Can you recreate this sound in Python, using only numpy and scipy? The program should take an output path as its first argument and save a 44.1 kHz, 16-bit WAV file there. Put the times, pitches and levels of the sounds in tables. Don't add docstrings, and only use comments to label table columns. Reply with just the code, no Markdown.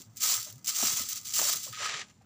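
import sys
import numpy as np
from scipy import signal
from scipy.fft import rfft, irfft
from scipy.io import wavfile
from scipy.ndimage import uniform_filter1d

SR = 44100
rng = np.random.default_rng(int(sys.argv[2]) if len(sys.argv) > 2 else 0)


def wrap_up_sound(samples):
    columns = np.atleast_2d(samples).T
    tamed = np.clip(columns, -1, 1)
    steps = np.round(tamed * 32767).astype(np.int16)
    wavfile.write(sys.argv[1], SR, steps)


def volts(x):
    e = np.asarray(x, float) / 20
    return 10 ** e


N = 99225
T = np.arange(N) / SR

# (time [s], pressure level [dB], heavy twigs re pressure [dB])
STROKES = [
    [(0, -54, 0), (.022, -53, 3), (.03, -60, 9.5), (.088, -74.5, 11), (.142, -73, 15), (.16, -65, 16)],
    [(.165, -57, -1), (.174, -45, -7), (.194, -53.5, 11), (.208, -38.5, -2), (.236, -28.5, -6),
     (.334, -29.5, -1), (.4, -40.5, 4.5)],
    [(.46, -47.5, 2.5), (.5, -49, 6), (.53, -61, -1), (.58, -66.5, 13), (.643, -73, 19)],
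    [(.645, -39, -2), (.657, -51, 10), (.669, -44.5, 7), (.673, -35.5, -7), (.694, -31.5, 0),
     (.732, -43.5, 6), (.76, -35.5, -4.5)],
]
LATER_STROKES = [
    [(.775, -35, 5.5), (.83, -32, 1), (.875, -30.5, -3.5), (.93, -33, 2.5), (.945, -37, -0.5),
     (.962, -35.5, -1), (.97, -34, 4), (1.02, -36.5, 2.5), (1.03, -38, 1)],
    [(1.075, -44, 3.5), (1.132, -38.5, 2.5), (1.142, -46, 9), (1.174, -39.5, 0), (1.2, -51.5, 11.5),
     (1.245, -56.5, 12)],
    [(1.251, -43.5, 1), (1.334, -42.5, 3), (1.338, -32.5, -5), (1.4, -30, -4), (1.405, -32.5, 0),
     (1.498, -28, -0.5), (1.503, -34, 0), (1.536, -30, -1), (1.546, -39, 9.5)],
    [(1.56, -38, 5.5), (1.608, -46.5, 4), (1.638, -39.5, -4), (1.704, -50, 8), (1.8, -62, -7)],
]
# (time [s], level [dB], brightness [dB])
DRAG = [
    [(1.72, -74, -11), (1.734, -47.5, -25), (1.862, -35.5, -15.5), (1.888, -43, -19), (1.896, -32, -38),
     (1.9, -42, -38)],
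    [(1.9, -38, -54), (2.012, -42.5, -47), (2.042, -53.5, -33), (2.076, -72, -5), (2.09, -70, -11),
     (2.1, -65.5, -12), (2.152, -83, 0), (2.25, -83, -6)],
]
# (time [s], peak level [dB], tail [s])
TUFTS = [(0.018, -29.5, 0.0041), (0.1698, -22.5, 0.003), (0.4035, -21, .004), (0.4287, -18, 0.0037),
         (0.447, -22.5, 0.0046), (0.5013, -24.5, 0.0039), (0.5256, -28.5, 0.0064), (0.538, -43, 0.005),
         (0.557, -37, 0.0066), (0.58, -36.5, 0.0047), (0.593, -44, 0.004), (.627, -45, 0.0045),
         (0.647, -39, 0.0069), (0.6602, -18, 0.0017), (0.785, -13, 0.0036), (0.971, -10.5, .005),
         (1.0882, -12, 0.01), (1.129, -14, 0.0043), (1.158, -20, .005), (1.213, -27, 0.0062),
         (1.232, -32, 0.0036), (1.415, -8.5, 0.0067), (1.557, -13, 0.0078), (1.646, -22, 0.0032),
         (1.728, -23.5, 0.0027), (1.894, -40, 0.0038), (0.161, -33, .002), (0.1765, -23, 0.0026),
         (0.206, -20, .004), (0.2205, -13, 0.0046), (0.232, -12, 0.0087), (0.272, -25, .002),
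         (.286, -18, .003), (0.312, -11, .002), (0.321, -12, .002), (.3435, -24, .002), (0.3595, -14, .003),
         (0.6707, -15, 0.0024), (.6779, -7, 0.0028), (0.6804, -21, 0.0058), (0.694, -11.5, 0.004),
         (0.757, -21.5, .004), (.873, -21, .0015), (.9, -12, .003), (.995, -14, .003), (1.016, -14, .003),
         (1.1, -16, 0.0023), (1.1164, -18, .003), (1.249, -36, 0.0062), (1.337, -20, 0.0025),
         (1.36, -11, 0.0045), (1.3776, -20, .003), (1.397, -9, 0.0035), (1.469, -9, 0.0035),
         (1.498, -11, .002), (1.528, -9, .003), (1.535, -18, 0.005), (1.633, -21, 0.0046)]
# (time of peak [s], peak level [dB], pitch [Hz], length [s])
KNOCKS = [(.004, -48, 226, 0.0038), (0.472, -54, 616, 0.014), (0.474, -64, 966, 0.0084),
          (.47, -53.5, 1233, 0.0084), (0.946, -57, 990, 0.0023), (0.8, -44.5, 730, 0.0036),
          (0.8296, -28, 750, 0.0021), (.834, -38.5, 234, 0.01), (0.838, -38, 340, 0.0045),
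          (0.925, -43.5, 397, 0.0016), (.935, -51, 150, 0.0085), (1, -47, 610, 0.0041),
          (1.011, -44, 241, 0.0073), (1.3926, -27, 1290, 0.0011), (1.395, -30.5, 1040, 0.0021),
          (1.3928, -34.5, 660, 0.0023), (1.397, -38.5, 380, 0.0021), (1.409, -36, 343, 0.0019),
          (1.417, -29, 620, 0.0021), (1.429, -33, 885, 0.0011), (1.457, -46, 578, 0.013),
          (1.497, -42, 645, 0.0043), (1.545, -50, 660, 0.0067), (1.558, -47, 172, 0.0039),
          (1.562, -51.5, 500, 0.0032), (1.668, -48, 586, 0.0039), (1.688, -53, 526, 0.009),
          (1.678, -44.5, 1120, 0.0024), (1.814, -46.5, 587, 0.016), (1.956, -53.5, 414, 0.016),
          (1.807, -47, 580, 0.0031), (2.214, -57, 785, 0.0048), (2.223, -67, 1500, 0.0015),
          (2.246, -67, 1390, 0.0023)]
# (time [s], peak level [dB])
TAPS = [(0.236, -34), (1.479, -52), (1.73, -36), (1.772, -38), (1.803, -36), (1.828, -32), (1.857, -23),
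        (1.946, -35)]
# (time [s], level [dB], tail [s])
PEBBLES = [(1.726, -46, 0.0032), (1.8228, -44, .003), (1.8417, -41, .003), (1.924, -41, 0.0013),
           (1.94, -29.5, 0.0018), (1.996, -41, 0.0015), (2.014, -47, 0.004), (2.0827, -69, 0.0054),
           (2.097, -62, .002), (2.101, -65, 0.0021), (2.112, -59, 0.0016), (2.141, -73, 0.0013),
           (2.147, -73.5, .0015), (2.2209, -75, 0.0028)]
# (time [s], peak level [dB], pitch [Hz], length [s], glide [Hz/s])
SWELLS = [(0.096, -48, 112.6, 0.03, 150), (0.568, -46.5, 132, 0.015, 300), (.535, -51, 110, .025, 400),
          (1.712, -46.5, 116, 0.014, -200), (0.39, -54, 110, 0.02, -200), (0.94, -52, 95, 0.016, -500),
          (1.02, -54, 85, .03, 100), (1.95, -53, 140, 0.012, 100), (1.83, -55, 100, .02, 0)]
# (frequency [Hz], level per Hz [dB])
TIP_COLOUR = [(880, -67), (1500, -17.5), (6630, -0.5), (7700, -3.5), (8700, -11), (13500, -17),
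              (14200, -8.5)]
# (frequency [Hz], level per Hz [dB])
HEAVY_COLOUR = [(300, -21.5), (500, -8.5), (900, -3), (1250, 3), (2500, -9.5), (5000, -22.5)]
# (frequency [Hz], level per Hz [dB])
DIRT_COLOUR = [(180, -49), (300, -31), (407, -14), (881, -16.5), (1250, -8), (1650, -3.5), (7240, -11),
               (8780, -25), (14000, -39.5)]
# (frequency [Hz], level per Hz [dB])
AIR_COLOUR = [(15, -58), (25, -33), (80, -14), (115, -2), (176, -1.5), (213, 2), (438, -23.5), (790, -18),
              (1030, -21), (7500, -41), (10000, -60)]
# (frequency [Hz], width [Hz], level [dB])
BAR_MODES = [(1267, 79, 15.5), (1259, 17, 14.5), (2030, 23, 17.5)]
# (frequency [Hz], width [Hz], level [dB])
PORT = [(6060, 470, 3), (6680, 250, -19.5), (7150, 290, 5.5), (15140, 620, 5), (15240, 750, 5)]

HEAVY_DB, TWIG_DB, TUFT_DB, SNAP_DB = -15.5, -11, -21.5, -21
BAR_DB, DIRT_BAR_DB = -20.5, -12
BRIGHT_PER_DB, BODY_PER_DB = 0.06, 1.2


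def unit(x):
    return x / np.sqrt(np.mean(x ** 2))


def colour(x, points):
    hz, db = np.array(points, float).T
    grid = np.linspace(1, SR / 2, 2049)
    log_gain = np.interp(np.log(grid), np.log(hz), db) * np.log(10) / 20
    cepstrum = irfft(log_gain)
    cepstrum[1:2048] *= 2
    cepstrum[2049:] = 0
    return signal.fftconvolve(x, irfft(np.exp(rfft(cepstrum))))[:N]


def ring(x, hz, width):
    return signal.lfilter(*signal.iirpeak(hz, hz / width, fs=SR), x)


def walk(rate):
    hold = max(int(SR / rate), 101)
    steps = np.repeat(rng.standard_normal(N // 100), hold)[:N]
    return 1.2 * uniform_filter1d(steps, hold)


def curve(rows, col):
    p = np.array(rows, float)
    return np.interp(T, p[:, 0], p[:, col], left=-120, right=-120)


def decay(start, tail):
    return (T >= start) * np.exp(-np.abs(T - start) / tail)


def shelf(x, gain):
    low, high = [signal.sosfilt(signal.butter(2, 10900, kind, fs=SR, output="sos"), x)
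                 for kind in ("low", "high")]
    return low - gain * high


def clicks(per_s, spread_db):
    hit = rng.random(N) < per_s / SR
    size = rng.exponential(size=N)
    sign = rng.standard_normal(N)
    return unit(hit * sign * volts(spread_db * size) + 0.3 * rng.standard_normal(N))


def twigs(x):
    width = 80
    pitches = np.geomspace(1900, 9000, num=24) * (1 + .03 * rng.standard_normal(24))
    out = np.zeros(N)
    for hz in pitches:
        out += ring(x * volts(4.2 * walk(24.62)), hz, width) * np.sqrt(hz / width / 15)
    return out


def bar(x, count=3):
    modes = sum(volts(db) * ring(x, hz, width) for hz, width, db in BAR_MODES[:count])
    return unit(modes) * np.std(x)


def tufts():
    burst = np.zeros(N)
    for s, db, tail in TUFTS:
        burst += volts(db + TUFT_DB) * decay(s, tail)
        burst += volts(db + SNAP_DB) * decay(s, .001)
    return shelf(colour(clicks(20000, 1) * burst, TIP_COLOUR), volts(2))


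def strokes():
    rows = sorted(tuple(r) for s in STROKES + LATER_STROKES for r in s)
    level = curve(rows, 1)
    press = volts(level + 0.75 * walk(57.1) + 0.7 * walk(430))
    tips, heavy = clicks(5000, 1), clicks(2500, 3.4)

    scrape = tips * press
    rub = colour(scrape + volts(TWIG_DB) * twigs(scrape), TIP_COLOUR)
    rub = shelf(rub, volts(BRIGHT_PER_DB * (level + 18)))
    fine = (rub + tufts()) / np.std(colour(tips, TIP_COLOUR))

    push = heavy * press * volts(curve(rows, 2))
    body = colour(push * volts(BODY_PER_DB * (level + 30)), HEAVY_COLOUR)
    body = body / np.std(colour(heavy, HEAVY_COLOUR))
    return fine + volts(HEAVY_DB) * body + volts(BAR_DB) * bar(push)


def air():
    out = volts(-67.5 + 2.6 * walk(18)) * unit(colour(rng.standard_normal(N), AIR_COLOUR))
    hum = ring(rng.standard_normal(N), 107.5, 38) + 0.58 * ring(rng.standard_normal(N), 234.0, 26.5)
    out += volts(-64.0 + 0.77 * walk(6.55)) * unit(hum)
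    for s, db, hz, length, glide in SWELLS:
        u = T - s
        out += volts(db) * np.exp(-(u / length) ** 2) * np.sin(2 * np.pi * (hz + glide * u / 2) * u)
    return out


def knocks():
    out = np.zeros(N)
    loose_db_per_s = 300
    for s, db, hz, length in KNOCKS:
        u = T - s
        shape = np.exp(-(u / np.where(u < 0, 0.61 * length, length)) ** 2)
        wobble = volts(min(length * loose_db_per_s, 5) * walk(200) / 2)
        rattle = unit(ring(rng.standard_normal(N), 0.8 * hz, hz * 1.1))
        rattle = rattle * (u > 0) * np.exp(-np.abs(u) / (4.1 * length))
        push = shape * wobble * np.cos(2 * np.pi * hz * u)
        out += volts(db) * (push + volts(-10 + loose_db_per_s * length) * rattle)
    return out


def taps():
    out = np.zeros(N)
    hz, t60, rise = 1261, 0.068, 0.0023
    for s, db in TAPS:
        u = np.clip(T - s, 0, None)
        shape = (1 - np.exp(-u / rise)) * np.exp(-np.log(1000) * u / t60)
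        out += volts(db) * shape * np.sin(2 * np.pi * hz * u)
    return out


def drag():
    rows = sorted(tuple(r) for s in DRAG for r in s)
    grit = clicks(4000, 1.5)
    press = volts(curve(rows, 1) + 1.5 + 0.31 * walk(99))
    for s, db, tail in PEBBLES:
        press = press + volts(db) * decay(s, tail)
    dirt = shelf(colour(grit * press, DIRT_COLOUR), volts(curve(rows, 2) + 21))
    thin = signal.sosfilt(signal.butter(4, 1150, "high", fs=SR, output="sos"), dirt)
    weight = np.clip((T - 1.76) / .04, 0, 1)
    dirt = thin + (dirt - thin) * weight
    return dirt / np.std(colour(grit, DIRT_COLOUR)) + volts(DIRT_BAR_DB) * bar(grit * press, count=2)


def scene():
    return (strokes() + air() + knocks() + taps() + drag())[None]


def low_pass(x):
    return signal.sosfilt(signal.butter(12, 16870, fs=SR, output="sos"), x)


def record(dry):
    x = dry
    for hz, width, db in PORT:
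        x = x + (volts(db) - 1) * ring(x, hz, width)
    x = .22 * np.tanh(x / .22)
    x = signal.sosfilt(signal.butter(2, 42, "high", fs=SR, output="sos"), x)
    over = np.linspace(0, SR / 2, N // 2 + 1) - 15490
    top_cut = volts(-np.clip(over / 2, 0, 42) - np.clip(over / 25, 0, 60))
    mix = irfft(rfft(x) * top_cut, N)
    return low_pass(mix)


dry = scene()
out = record(dry)
wrap_up_sound(out)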